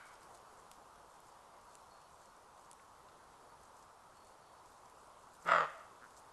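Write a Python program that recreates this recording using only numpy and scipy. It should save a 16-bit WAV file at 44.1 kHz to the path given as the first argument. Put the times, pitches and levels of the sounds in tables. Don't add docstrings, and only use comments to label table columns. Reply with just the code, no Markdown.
import sys
import numpy as np
from scipy import signal
from scipy.io import wavfile
from scipy.ndimage import uniform_filter1d

SR = 44100
rng = np.random.default_rng(int(sys.argv[2]) if len(sys.argv) > 2 else 0)


def transcribe(u):
    v = np.clip(np.atleast_2d(u).T, -1, 1)
    q = np.round(v * 32767).astype(np.int16)
    wavfile.write(sys.argv[1], SR, q)


def amplitude_ratio(level_db):
    exponent = np.asarray(level_db, float) / 20
    return 10 ** exponent


N = 279099

# pitch_hz, width_hz, level_db
THROAT = [(633, 167, -4), (966, 240, -7), (1257, 396, 2), (1640, 460, -11.5), (1930, 93, -4),
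          (2620, 530, -14), (3144, 340, -17.5), (4740, 520, -24), (7200, 760, -25)]
# pitch_hz, level_db (per Hz)
TRAFFIC_SPECTRUM = [(12, -37), (20, -5), (109, -11), (151, -11.5), (295, -13), (454, -7.5), (661, -5.5),
                    (990, -1), (1300, -5.5), (1740, -17.5), (2340, -22.5), (4600, -24), (10600, -26.5),
                    (12400, -31), (16200, -51), (22000, -120)]
# time_s, level_db
TRAFFIC_LEVEL = [(0.0, -59), (1.0, -60), (2.6, -61), (3.4, -60), (3.9, -61), (6.33, -60)]
# pitch_hz, level_db (per Hz)
GRASS_SPECTRUM = [(1500, -38), (2500, -14), (5000, -3.5), (8000, 1), (11000, -10.5), (12500, -2)]
# middle_s, peak_db, length_s
BRUSHES = [(0.074, -59.5, 0.031), (.14, -65, 0.043), (.235, -65, .04), (0.352, -63, 0.1), (.56, -68, 0.15),
           (.74, -64, 0.056), (1.137, -69, .1), (1.272, -63, .06), (1.635, -69, .06), (1.787, -67, 0.17),
           (2.027, -71, 0.035), (2.13, -68, 0.066), (2.22, -67, .1), (2.627, -70, 0.15), (2.811, -71, 0.16),
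           (3.11, -73, 0.05), (3.65, -67, 0.069), (3.8, -67.5, .12), (4.164, -71, 0.068), (4.27, -68, .09),
           (4.71, -68.5, .14), (4.888, -72, .06), (5.02, -67, 0.11), (5.238, -68, 0.068),
           (5.34, -63.5, 0.062), (5.442, -59.5, 0.072), (5.756, -67, 0.23), (6.1, -67, 0.15),
           (6.19, -62.5, .06)]
# start_s, peak_db, centre_hz, t60_s, width_hz
TWIGS = [(.0553, -53, 8500, .008, 5000), (.1176, -55, 7000, .008, 5000), (.1406, -50, 6000, .008, 9000),
         (.2319, -51, 7800, .008, 7000), (.7147, -40, 7000, .011, 10000), (.9582, -54, 5500, .005, 6000),
         (1.2037, -49, 9500, .005, 6000), (1.7534, -40, 6500, .006, 6500), (2.0163, -50, 6000, .006, 9000),
         (2.7138, -37, 9000, .005, 6500), (2.7311, -44, 8500, .004, 5000), (2.797, -54, 2400, .015, 1600),
         (3.0864, -57, 3200, .015, 2200), (4.2472, -51, 9500, .006, 6000), (4.8579, -53, 7000, .006, 7000),
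         (4.8988, -52, 8900, .006, 6000), (6.107, -53, 6500, .008, 6000), (6.1794, -54, 6800, .008, 6000)]
# start_s, length_s, peak_db, pitch_hz
WHISTLES = [
    (1.66, .06, -78, 4300),
    (1.875, .21, -72, 4300),
    (2.19, .15, -79, 4340),
    (3.46, .09, -80, 4420),
    (4.13, .23, -74.5, 4350),
    (4.39, .23, -74.5, 4400),
]
# time_s, level_db
BARK_EFFORT = [
    (5.43, -81),
    (5.465, -40),
    (5.483, -35.5),
    (5.49, -32.5),
    (5.52, -28.5),
    (5.604, -32.5),
    (5.643, -35.5),
    (5.664, -48),
    (5.7, -63),
]
# time_s, extra_db
SLAPS = [
    (5.4885, 10),
    (5.4955, 6),
    (5.5185, 11.5),
    (5.535, 10),
    (5.549, 8),
    (5.5605, 9),
    (5.5835, 10),
    (5.6075, 10.5),
]
# delay_s, level_db, colour_hz, width_hz
ECHOES = [
    (.1, -17.5, 550, 100),
    (.225, -21.5, 660, 170),
    (.27, -30.5, 1300, 600),
]
# pitch_hz, t60_s
TREE_DECAY = [(250, 0.33), (600, 0.42), (1300, 0.48), (2500, 0.75), (5000, 0.56), (10000, 0.27)]


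def evened(x):
    return x / np.sqrt(np.mean(x ** 2) + 1e-20)


def read(points, hz):
    f, value = np.transpose(points)
    return np.interp(np.log(hz + 1), np.log(f + 1), value)


def add(mix, start_s, sound):
    part = mix[round(start_s * SR):][:len(sound)]
    part += sound[:len(part)]


def resonate(x, hz, width):
    turn = np.exp(2j * np.pi * np.cumsum(hz * np.ones(len(x))) / SR)
    r = np.exp(-np.pi * width / SR)
    return 2 * (turn * signal.lfilter([1 - r], [1, -r], x / turn)).real


def resonate_twice(x, hz, width):
    return resonate(resonate(x, hz, width), hz, width)


def noise(spectrum, patchy_db, flicker_db, size):
    frames = N * 4 // size + 5
    hz = np.fft.rfftfreq(size, 1 / SR)
    a, b, patches = rng.standard_normal((frames, len(hz), 3)).T
    patches = uniform_filter1d(patches, size=12, axis=0)
    patches = evened(uniform_filter1d(patches, size=10, axis=1))
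    flicker = evened(uniform_filter1d(rng.standard_normal(frames), size=5))
    level_db = read(spectrum, hz)[:, None] + patchy_db * patches + flicker_db * flicker
    z = (a + 1j * b) * amplitude_ratio(level_db)
    return evened(signal.istft(z, nperseg=size, noverlap=size * 3 // 4)[1][:N])


def throat(drive, mouth, jaw):
    out = 0
    for i, (hz, width, db) in enumerate(THROAT):
        shift = jaw if i == 0 else mouth
        hollow_db = 14 * (1 - mouth) if i == 0 else 0
        out = out + amplitude_ratio(db + hollow_db) * resonate_twice(drive, hz * shift, width)
    return out


def earlier_bark():
    level_db, t60_s = -59, 1.0
    t = np.arange(SR) / SR
    breath = np.diff(rng.standard_normal(SR), prepend=0)
    far = resonate(resonate(breath, 1700, 1500), 1900, 3000)
    return evened(throat(far, mouth=1.143, jaw=1.05)) * amplitude_ratio(level_db - 60 * t / t60_s)


def traffic():
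    swell = amplitude_ratio(np.interp(np.arange(N) / SR, *np.transpose(TRAFFIC_LEVEL)))
    return noise(TRAFFIC_SPECTRUM, patchy_db=1.0, flicker_db=0.0, size=1024) * swell * amplitude_ratio(0.01)


def grass():
    bed_db, snaps_per_s, snap_t60_s = -74, 120, 0.0053
    hiss = noise(GRASS_SPECTRUM, patchy_db=2.0, flicker_db=1.5, size=256)
    snaps = rng.random(N) < snaps_per_s / SR
    snap_size = amplitude_ratio(3.5 * np.minimum(rng.exponential(1, N), 3))
    fade = amplitude_ratio(-60 * np.arange(200) / SR / snap_t60_s)
    crackle = signal.oaconvolve(snaps * snap_size, fade)[:N]
    t = np.arange(N) / SR
    strokes = sum(amplitude_ratio(db) * np.exp(-(2 * (t - s) / length) ** 2) for s, db, length in BRUSHES)
    return evened(hiss * (1 + 1.4 * crackle)) * (amplitude_ratio(bed_db) + strokes) * amplitude_ratio(-4.5)


def tick(peak_db, hz, t60_s, width):
    t = np.arange(round(.04 * SR)) / SR
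    burst = rng.standard_normal(len(t)) * amplitude_ratio(-60 * t / t60_s)
    burst[0] = 2.5
    sound = resonate_twice(burst, hz, width)
    return amplitude_ratio(peak_db) * sound / abs(sound).max()


def whistle(length_s, peak_db, hz):
    rise_s, settle_s = .04, .03
    t = np.arange(0, length_s, 1 / SR)
    waver, flutter = (evened(uniform_filter1d(v, size=500)) for v in rng.standard_normal((2, len(t))))
    pitch = hz + 130 * np.exp(-t / rise_s) + 300 * t + 22 * waver
    fuzz = evened(resonate(rng.standard_normal(len(t)), pitch, 110))
    tone = np.sqrt(2) * np.sin(2 * np.pi * np.cumsum(pitch) / SR)
    late = np.maximum(t - rise_s, 0)
    shape_db = -4 * np.minimum(late / settle_s, 1) - 22 * late + 1.5 * flutter
    rise = np.minimum(t / rise_s, 1) ** 2
    note = .87 * tone + .45 * fuzz
    return amplitude_ratio(peak_db + shape_db) * rise * note * signal.windows.tukey(len(t), .2)


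def fold_pulses(t, start_s, turns, hz, rough):
    jitter, uneven_db, rasp = .2, 3, .7
    cycles = np.flatnonzero(np.diff(turns // 1))
    rough = rough[cycles]
    late, strength = rng.standard_normal((len(cycles), 3, 2)).T
    place = np.arange(3)[:, None] / 3 + jitter * rough * late
    at = np.clip(cycles + place * SR / hz[cycles], 0, len(t) - 1).astype(int)
    pulses = np.zeros(len(t))
    pulses[at] = amplitude_ratio(uneven_db * rough * strength) * np.array([2 - rough, rasp * rough, rasp * rough])
    for slap_s, db in SLAPS:
        at = round((slap_s - start_s) * SR)
        pulses[at - 90:at + 60] = 0
        pulses[at] = amplitude_ratio(db)
    return evened(pulses)


def bark():
    breath, soft_hz = .25, 1800
    open_s, shut_s = 5.505, 5.65
    clear_s, clear_share = 5.6075, .25
    s, effort = np.transpose(BARK_EFFORT)
    t = np.arange(s[0], s[-1], 1 / SR)
    effort_db = np.interp(t, s, effort)
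    hz = 168.5 - 1050 * np.maximum(t - 5.52, 0) ** 2
    turns = np.cumsum(hz) / SR
    turns -= np.interp(clear_s, t, turns)
    rough = np.where(t < clear_s, 1, clear_share)
    drive = fold_pulses(t, s[0], turns, hz, rough)
    drive = signal.lfilter(*signal.butter(1, soft_hz, fs=SR), drive)
    drive += breath * np.sqrt(rough) * rng.standard_normal(len(t))

    chest = np.sqrt(2) * amplitude_ratio(-57.5) * np.sin(2 * np.pi * turns)
    low = resonate(resonate(drive + rng.standard_normal(len(t)), 290, 220), 350, 220)
    rattle = amplitude_ratio(-53.5 - 50 * (t - s[0])) * evened(low)
    rise = np.minimum((t - s[0]) / .035, 1) ** 2
    voiced = rise * amplitude_ratio(-900 * np.maximum(t - 5.645, 0))

    when = s[0], open_s, shut_s
    mouth = np.interp(t, when, (.97, 1.03, .92))
    jaw = np.interp(t, when, (.66, 1.05, .88))
    rasping = evened(throat(drive, mouth, jaw))
    sound = amplitude_ratio(effort_db) * rasping + voiced * (chest + rattle)
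    return s[0], sound * signal.windows.tukey(len(t), .05)


def trees(x):
    taps = np.zeros(SR)
    at = np.arange(500, SR - 20, 20)
    spots = at + rng.integers(0, 20, len(at))
    signs = rng.choice([-1., 1.], len(at))
    taps[spots] = signs
    hz, t, z = signal.stft(taps, SR, nperseg=256)
    fade = amplitude_ratio(-60 * t / read(TREE_DECAY, hz)[:, None])
    tail = signal.istft(z * fade, SR, nperseg=256)[1]
    return signal.fftconvolve(x, tail / np.linalg.norm(tail))[:N]


def echoes(x):
    out = np.zeros(N)
    for delay_s, db, hz, width in ECHOES:
        add(out, delay_s, amplitude_ratio(db) * resonate_twice(x, hz, width))
    return out


def creak():
    start_s, length_s, peak_db = 6.008, .062, -57.5
    first_hz, last_hz = 128, 106
    u = np.arange(0, length_s, 1 / SR) / length_s
    turns = np.cumsum(first_hz + (last_hz - first_hz) * u) / SR
    pulses = np.diff(turns // 1, prepend=0)
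    ring = resonate(resonate_twice(pulses, 1400, 620), 1400, 620)
    body = amplitude_ratio(-13) * evened(resonate_twice(pulses, 180, 300))
    return start_s, amplitude_ratio(peak_db - 12 * (2 * u - .95) ** 2) * (evened(ring) + body)


def scene():
    deer, small = np.zeros(N), np.zeros(N)
    add(deer, *bark())
    add(deer, *creak())
    add(small, 0, earlier_bark())
    for start_s, *snap in TWIGS:
        add(small, start_s, tick(*snap))
    add(small, 5.475, tick(peak_db=-43, hz=5500, t60_s=.025, width=7000))
    for start_s, *note in WHISTLES:
        add(small, start_s, whistle(*note))
    hum = traffic()
    wood = amplitude_ratio(-13.5) * trees(deer) + echoes(deer)
    return (deer + wood + small + hum + grass())[None]


def roll_off(x):
    return signal.sosfilt(signal.butter(12, 12580, fs=SR, output="sos"), x)


def record(dry):
    narrow = signal.oaconvolve(dry, signal.firwin(1023, 12040, fs=SR)[None], "same")
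    return roll_off(narrow)


dry = scene()
out = record(dry)
transcribe(out)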